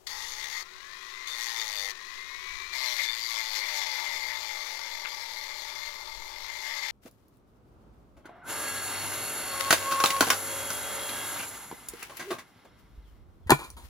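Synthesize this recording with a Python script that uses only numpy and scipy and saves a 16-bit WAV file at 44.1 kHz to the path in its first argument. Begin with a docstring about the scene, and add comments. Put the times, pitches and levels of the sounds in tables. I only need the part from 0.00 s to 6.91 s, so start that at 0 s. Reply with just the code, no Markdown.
"""Rotary tool sanding wood

A small rotary tool sands the edge of a wooden cut-out on a workbench outdoors. The drum's grit rasps,
chatters and snags on the wood; the motor whines up when lifted and bogs down when pressed in.
A light breeze touches the microphone, which feeds the left channel; faint hiss lies on both sides."""
import sys
import numpy as np
from scipy import signal
from scipy.fft import rfft, irfft, next_fast_len
from scipy.io import wavfile
from scipy.ndimage import uniform_filter1d, map_coordinates

SR = 44100
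rng = np.random.default_rng(int(sys.argv[2]) if len(sys.argv) > 2 else 0)


def wav_out(sig):
    """Save sig, one row per channel (or a flat mono array), as 16-bit PCM at SR to the path in sys.argv[1]."""
    wavfile.write(sys.argv[1], SR, np.round(np.clip(np.atleast_2d(sig).T, -1, 1) * 32767).astype(np.int16))


N = 304731

TIME = np.arange(N) / SR
USUAL_SPEED, USUAL_DRAG = 100, 50  # an ordinary stroke, both in turns/s


def amp(db):
    """Decibels to gain."""
    return 10 ** (np.asarray(db) / 20)


def unit(x):
    """Scale to rms 1."""
    return x / np.sqrt(np.mean(x ** 2) + 1e-20)


def curves(rows):
    """One value per sample for each column after the time."""
    s, *cols = np.transpose(rows)
    return [np.interp(TIME, s, c) for c in cols]


def wobble(rate):
    """A smooth random curve, rate knots a second."""
    return map_coordinates(rng.standard_normal(int(N * rate / SR) + 4), [TIME * rate])


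def filtered(x, response):
    """x times a response of frequency."""
    m = next_fast_len(N + 8192)
    return irfft(rfft(x, m) * response(np.fft.rfftfreq(m, 1 / SR)), m)[..., :N]


def coloured(x, slope, resonances=(), size=8192):
    """x through a causal filter: a sloping spectrum with resonant humps; rms 1."""
    hz = np.fft.rfftfreq(size, 1 / SR)
    f, level = np.transpose(slope)
    db = np.interp(np.log(hz + 1), np.log(f), level)
    for centre, width, height in resonances:
        db = db + height / (1 + (2 * (hz - centre) / width) ** 2)
    cepstrum = irfft(np.log(amp(db)))
    cepstrum[1:size // 2] *= 2
    cepstrum[size // 2 + 1:] = 0
    return unit(signal.fftconvolve(x, irfft(np.exp(rfft(cepstrum))))[:N])


def band(x, lo_hz, hi_hz):
    """One band of x, held near rms 1 from moment to moment."""
    part = filtered(x, lambda hz: 1 / np.sqrt((1 + (lo_hz / (hz + 1)) ** 16) * (1 + (hz / hi_hz) ** 16)))
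    return part / np.sqrt(np.abs(uniform_filter1d(part ** 2, size=4096)) + 1e-12)


def scrapes(turns, count, spread_db, fresh, memory):
    """Rough points around a rotor strike once a turn; which of them bite drifts over `memory` turns."""
    laps = int(turns[-1]) + 1
    chance = rng.standard_normal((laps, count, 3))
    keep = np.exp(-1 / memory)
    own = signal.lfilter([np.sqrt(1 - keep ** 2)], [1, -keep], chance[..., 0], axis=0)
    strength = (own + fresh * chance[..., 1]) * amp(spread_db * chance[..., 2])
    at = np.interp(np.arange(laps)[:, None] + rng.random(count), turns, TIME, right=-1)
    heard = at >= 0
    return unit(np.bincount(np.round(at[heard] * SR).astype(int), strength[heard], N))


def swells(rows):
    """Rounded envelopes from rows of (middle [s], length [s], heights...), one per height column."""
    s, length, *heights = np.transpose(rows)
    reach = np.abs(2 * (TIME - s[:, None]) / length[:, None])
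    return np.array(heights) @ np.exp(-np.minimum(reach, 4) ** 3)


def resonant(x, centre_hz, width_hz):
    """x through one narrow resonance; rms 1."""
    def response(hz):
        damping = 1j * hz * width_hz
        return (damping / (centre_hz ** 2 - hz ** 2 + damping)) ** 2
    return unit(filtered(x, response))


# Tone of the outdoor bed: (frequency [Hz], level [dB])
YARD_EQ = [(30, -7.5), (130, -3), (290, -4), (345, 2.5), (375, 12), (420, 2), (600, -0.5), (1000, -3.5),
           (2000, -13.5), (6000, -13), (15800, -21)]

def yard_drone():
    """A faint outdoor bed of noise with a low drone in it."""
    return amp(-63.0) * coloured(rng.standard_normal(N), YARD_EQ)


# Tone of the input's noise floor: (frequency [Hz], level [dB])
HISS_EQ = [(8, 25), (25, -2), (75, -10.5), (150, -23), (700, -25), (15800, -27.5)]

def input_hiss():
    """Steady electronic noise, separate in each channel."""
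    return amp(-56.0) * np.array([coloured(rng.standard_normal(N), HISS_EQ) for side in range(2)])


# Tone of the wind rumble: (frequency [Hz], level [dB])
BREEZE_EQ = [(15, -4), (38, -8), (62, -13), (100, -24), (200, -44), (500, -54)]
# Puffs of air: (middle [s], length [s], boost [dB])
PUFFS = [(.28, 0.55, 10), (1.81, 0.21, 13), (2.58, 0.44, 14), (3.12, .07, 11), (4.32, 0.24, 9),
         (5.7, 0.55, 8), (6.19, 0.074, 11), (6.28, 0.65, 13.5)]

def breeze(calm_db=-71):
    """Air buffets the microphone: a low rumble that swells with each puff."""
    return amp(calm_db + swells(PUFFS)[0]) * coloured(rng.standard_normal(N), BREEZE_EQ)


# Tone of the brushes and fan: (frequency [Hz], level [dB])
WHIRR_EQ = [(200, -41), (500, -25), (800, -11), (1400, 1), (2700, 0.6), (3600, 2.5), (5000, 1.5),
            (7000, -1), (8800, -13.5), (11500, -11), (15800, -17.5)]
# Resonances of the motor housing: (frequency [Hz], width [Hz], boost [dB])
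HOUSING_MODES = [(1062, 280, 21), (1963, 390, 15.5), (2450, 210, 9), (3970, 1300, 8.5), (5700, 300, 2.5),
                 (6310, 400, 3.5)]

def motor_whirr(speed, turns):
    """Brushes and fan whirr inside the housing, louder with speed."""
    brushes = scrapes(turns, count=96, spread_db=2, fresh=1.6, memory=12)
    flutter = 1 + 0.17 * np.sin(np.pi * turns)  # swells every second turn
    level_db = -46.5 + 6.5 * np.log2(speed / 120) + 0.57 * wobble(12)
    return amp(level_db) * flutter * coloured(brushes, WHIRR_EQ, HOUSING_MODES)


# Partials of the motor: (multiple of shaft speed, level [dB])
WHINE_PARTIALS = [(15, -21), (16, -15), (17, -19), (18, 0), (32, -12), (46, -21), (50, -23), (81, -30),
                  (88, -32), (96, -26), (103, -31), (111, -31)]
# How the whine opens up: (speed [turns/s], level [dB])
WHINE_BY_SPEED = [(40, -88), (84, -60), (103, -47.8), (131, -44.7)]

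def motor_whine(speed, turns):
    """Tones locked to the shaft, which the housing radiates well only at high speed."""
    angle = 2 * np.pi * turns + 0.014 * wobble(90)  # shaft tremor blurs the high partials most
    partials = sum(amp(db + 2 * wobble(25)) * np.sin(k * angle) for k, db in WHINE_PARTIALS)
    return amp(np.interp(speed, *np.transpose(WHINE_BY_SPEED))) * partials


# Hand pressure, as the speed it costs a settled motor: (time [s], drag [turns/s])
HAND_DRAG = [(0.07, 36.5), (0.628, 67.7), (1.274, 20.0), (1.48, 34.4), (1.6, 85.0), (1.915, 58.3),
             (2.73, 12.0), (2.87, 76.9), (3.02, 59.7), (3.2, 12.0), (3.33, 56.7), (3.45, 49.2), (3.7, 64.8),
             (3.82, 113.8), (5.9, 108.7), (6.3, 81.2), (6.62, 25.5), (6.91, 73.0)]

def shaft(start_speed=34.8, free_speed=145, inertia_s=0.644):
    """Speed and drag in turns/s: the motor eases towards its free speed less the drag of the wood."""
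    drag, = curves(HAND_DRAG)
    contact = sum((TIME >= start) & (TIME <= end) for start, end, *levels in STROKES)
    keep = np.exp(-1 / (inertia_s * SR))
    bogging = signal.lfilter([1 - keep], [1, -keep], drag * contact)
    spin_up = free_speed - (free_speed - start_speed) * np.exp(-TIME / inertia_s)
    return (spin_up - bogging) * (1 + 0.002 * wobble(22)), drag


def patchy(x, depth_db):
    """The colour drifts as the point of contact moves over the wood."""
    spectra = signal.stft(x, nperseg=512)[2]
    patches = uniform_filter1d(rng.standard_normal(spectra.shape), size=6, axis=0)
    patches = uniform_filter1d(patches, size=14, axis=1)
    return signal.istft(spectra * amp(depth_db * unit(patches)), nperseg=512)[1][:N]


# Bouts of chatter: (middle [s], length [s], depth [0-1])
CHATTERS = [(.46, 0.12, 0.24), (1.35, .28, 0.58), (1.77, 0.72, 0.7), (2.82, .22, 0.35), (3.12, 0.11, 0.7),
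            (3.33, 0.49, 0.5), (6.5, 0.23, 0.2)]

def drum_grit(speed, turns):
    """Grains scratch the wood; the slightly eccentric drum bounces and bites hardest once a turn."""
    depth = np.clip(swells(CHATTERS)[0], 0, 1)
    bounce = 1 + depth * np.cos(2 * np.pi * turns + 0.28 * wobble(70))
    bounce *= amp(0.78 * wobble(130))
    grains = scrapes(turns, count=300, spread_db=1, fresh=0.9, memory=5)
    # a slow drum meets fewer grains but digs in with each
    return patchy(unit(grains * bounce / np.sqrt(speed)), depth_db=1.5)


def shudder(speed, turns, drag, rolloff_hz=830):
    """The drum's uneven outline shakes the wood at multiples of its speed, more when fast and pressed."""
    shake = np.zeros(N)
    for k in range(4, 18):
        level = amp(3 * wobble(12)) / np.sqrt(1 + (k * speed / rolloff_hz) ** 10)
        phase = 2 * np.pi * (k * turns + rng.random()) + 0.55 * wobble(35)
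        shake += level * np.sin(phase)
    return 0.17 * (speed / USUAL_SPEED) ** 1.5 * (drag / USUAL_DRAG) ** 0.6 * shake


def bench_hum(speed, turns, centre_hz=125, width_hz=49):
    """The lowest multiples of the shaft speed hum whenever they meet the bench's resonance."""
    hum = np.zeros(N)
    for k in range(1, 4):
        detune = 2 * (k * speed - centre_hz) / width_hz
        hum += np.sin(2 * np.pi * k * turns + wobble(18)) / (1 + detune ** 2)
    return amp(-77.5 + 3.8 * wobble(8)) * hum


def effort(speed, drag, speed_db, drag_db, waver_db):
    """Level in dB: so much per doubling of speed and of drag, plus the waver of the hand."""
    push_db = speed_db * np.log2(speed / USUAL_SPEED) + drag_db * np.log2(drag / USUAL_DRAG)
    return push_db + waver_db * wobble(18)


# The drum bites and the wood sings: (middle [s], length [s], rasp boost [dB], ring boost [dB])
BITES = [(.073, 0.017, 6, 7), (.11, 0.079, 4.5, -1), (.21, 0.11, 3, 1), (.42, 0.064, 3, 4),
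         (.55, 0.074, 2, 4.5), (1.44, 0.12, 1.5, 6), (1.61, 0.036, 1.5, 4), (1.79, 0.1, 3, 1.5),
         (1.882, .05, 0.3, 7), (2.735, .035, -4.5, 5.5), (2.87, 0.061, 2, 4), (3.0, 0.042, 0.5, 6),
         (3.05, 0.043, 5, 4.5), (3.39, 0.046, 1.5, 4), (3.58, 0.068, 2.5, 4.5), (3.635, .05, -2.5, 5),
         (3.81, 0.11, 1.5, 2), (3.97, .05, -1, 4), (4.12, 0.12, -0.2, 5.5), (4.29, 0.11, -0.2, 4.5),
         (4.53, 0.063, .6, 4.5), (5.66, 0.089, .6, 3.5), (5.85, 0.097, 4, 3.5), (6.53, 0.15, -0.3, 3),
         (6.8, 0.58, -0.5, 4.5)]
# The drum digs in and growls: (middle [s], length [s], body boost [dB], growl boost [dB])
DIGS = [(.16, 0.19, 6.5, 3), (1.64, 0.06, -2, 5.5), (1.83, .19, -8, 11.5), (2.96, 0.19, -9, 3.5),
        (3.39, 0.092, -1, 3), (3.78, 0.14, 1.5, 4), (4.02, .09, 5.5, -3), (6.66, 0.22, 3, 3.5)]
# The drum skids with little grip: (middle [s], length [s], rasp cut [dB], ring cut [dB], growl cut [dB])
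SKIDS = [(.3, 0.054, -1.3, 7, -1), (1.272, 0.041, 0, 3, 1.5), (3.11, 0.13, -1, -1, 9),
         (3.27, 0.13, -0.8, 2, 9), (3.47, 0.064, 1, 7, 2), (6.2, 0.83, 3.5, 4, .6)]

def grip(speed, drag):
    """Gain rides for rasp, ring, body and growl as the drum bites, digs in and skids."""
    bite_rasp, bite_ring = swells(BITES)
    dig_body, dig_growl = swells(DIGS)
    skid_rasp, skid_ring, skid_growl = swells(SKIDS)
    rasp = amp(effort(speed, drag, 4.6, 0.98, 0.61) + bite_rasp - skid_rasp)
    ring = amp(effort(speed, drag, 4.5, 1.45, 1.25) + bite_ring - skid_ring)
    body = amp(effort(speed, drag, 2.37, 3.1, 0.75) + dig_body - skid_growl / 2)
    growl = amp(effort(speed, drag, 2.9, 2.2, 1) + dig_growl - skid_growl)
    return rasp, ring, body, growl


# Tone of grit on wood: (frequency [Hz], level [dB])
WOOD_EQ = [(200, -24.5), (400, -20.5), (730, -10), (1000, -4), (1500, -7), (1800, 4), (2650, -5.5),
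           (4000, -1.5), (5200, 0), (6500, -2.5), (8700, -16), (11500, -13), (13500, -15), (15800, -18.5)]
# Wood resonances, drum in the inner corner: (frequency [Hz], width [Hz], boost [dB])
CORNER_MODES = [(479, 63, 16.5), (613, 73, 7), (856, 120, 11.5), (1200, 190, 4.5), (1901, 68, 12.5),
                (2074, 150, 15), (2320, 160, 5.5), (3550, 250, 7), (4460, 310, 7.5), (6490, 280, 5),
                (10600, 4100, 3)]
# Wood resonances, piece shifted and drum on its long edge: (frequency [Hz], width [Hz], boost [dB])
EDGE_MODES = [(503, 65, 14.5), (603, 97, 14.5), (888, 170, 16.5), (1151, 28, 11), (1997, 170, 5),
              (2096, 91, 14.5), (2275, 270, 10), (3507, 150, 9.5), (4420, 950, 8), (7130, 280, 4),
              (11450, 500, 3), (12700, 620, 7.5)]
# Strokes and their base mix: (start [s], end [s], rasp [dB], ring [dB], body [dB], growl [dB])
STROKES = [(0.069, .628, -41, -45, -53.5, -66.5), (1.271, 1.915, -40.5, -48, -53, -66),
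           (2.73, 6.92, -38.5, -42.5, -51.5, -60.5)]

def sanding(speed, turns, drag, land_s=0.0038, lift_s=0.005):
    """While the drum touches, grit and shudder sound the wood in four bands and the bench hums."""
    force = drum_grit(speed, turns) + shudder(speed, turns, drag)
    rasp_gain, ring_gain, body_gain, growl_gain = grip(speed, drag)
    hum = bench_hum(speed, turns)
    out = np.zeros(N)
    for stroke, modes in zip(STROKES, [CORNER_MODES, CORNER_MODES, EDGE_MODES]):
        start, end, rasp_db, ring_db, body_db, growl_db = stroke
        wood = coloured(force, WOOD_EQ, modes)
        rasp = amp(rasp_db) * rasp_gain * band(wood + squeal(wood), 2900, 17000)
        ring = amp(ring_db) * ring_gain * band(wood, 1300, 2730)
        body = amp(body_db) * body_gain * band(wood, 847, 1440)
        growl = amp(growl_db) * growl_gain * band(wood, 465, 713)
        landing = np.clip((TIME - start) / land_s + 1, 0, 1)
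        lifting = np.clip((end - TIME) / lift_s + 1, 0, 1)
        out += landing * lifting * (rasp + ring + body + growl + hum)
    return out


# Squeal accents: (middle [s], length [s], lower mode [gain], upper mode [gain])
SQUEALS = [(1.315, 0.074, .8, 0.11), (1.6, .07, 0.28, 0.18), (1.8, 0.13, 0.32, .25),
           (3.11, 0.076, 0.64, 0.25), (3.25, 0.08, 0, 0.45)]

def squeal(wood, width_hz=250):
    """The bouncing drum sets two high modes squealing."""
    lower_gain, upper_gain = swells(SQUEALS)
    return lower_gain * resonant(wood, 3580, width_hz) + upper_gain * resonant(wood, 4690, 2 * width_hz)


# A quick stutter of knocks: (time [s], level [dB])
SNAGS = [(5.05, -28.5), (5.057, -30), (5.063, -36), (5.074, -34.5), (5.085, -34.5)]

def snags(t60=0.013):
    """Short dull knocks as the drum catches on the edge."""
    blows = np.zeros(N)
    for s, db in SNAGS:
        blows += (TIME >= s) * amp(db - 60 * np.abs(TIME - s) / t60)
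    return band(rng.standard_normal(N), 1230, 2830) * uniform_filter1d(blows, size=24)


def scene():
    """Tool, yard and breeze sit hard left, with a trace of crosstalk on the right and hiss on both."""
    speed, drag = shaft()
    turns = np.cumsum(speed) / SR
    fade_in = np.clip((TIME - 0.066) / 0.0027, 0, 1)
    motor = fade_in * (motor_whirr(speed, turns) + motor_whine(speed, turns))
    mix = motor + sanding(speed, turns, drag) + snags() + yard_drone() + breeze()
    return mix * amp([[6], [-58]]) + input_hiss()


def record(dry):
    """A brick-wall low-pass takes off the very top."""
    return filtered(dry, lambda hz: hz < 15900)


dry = scene()
out = record(dry)
wav_out(out)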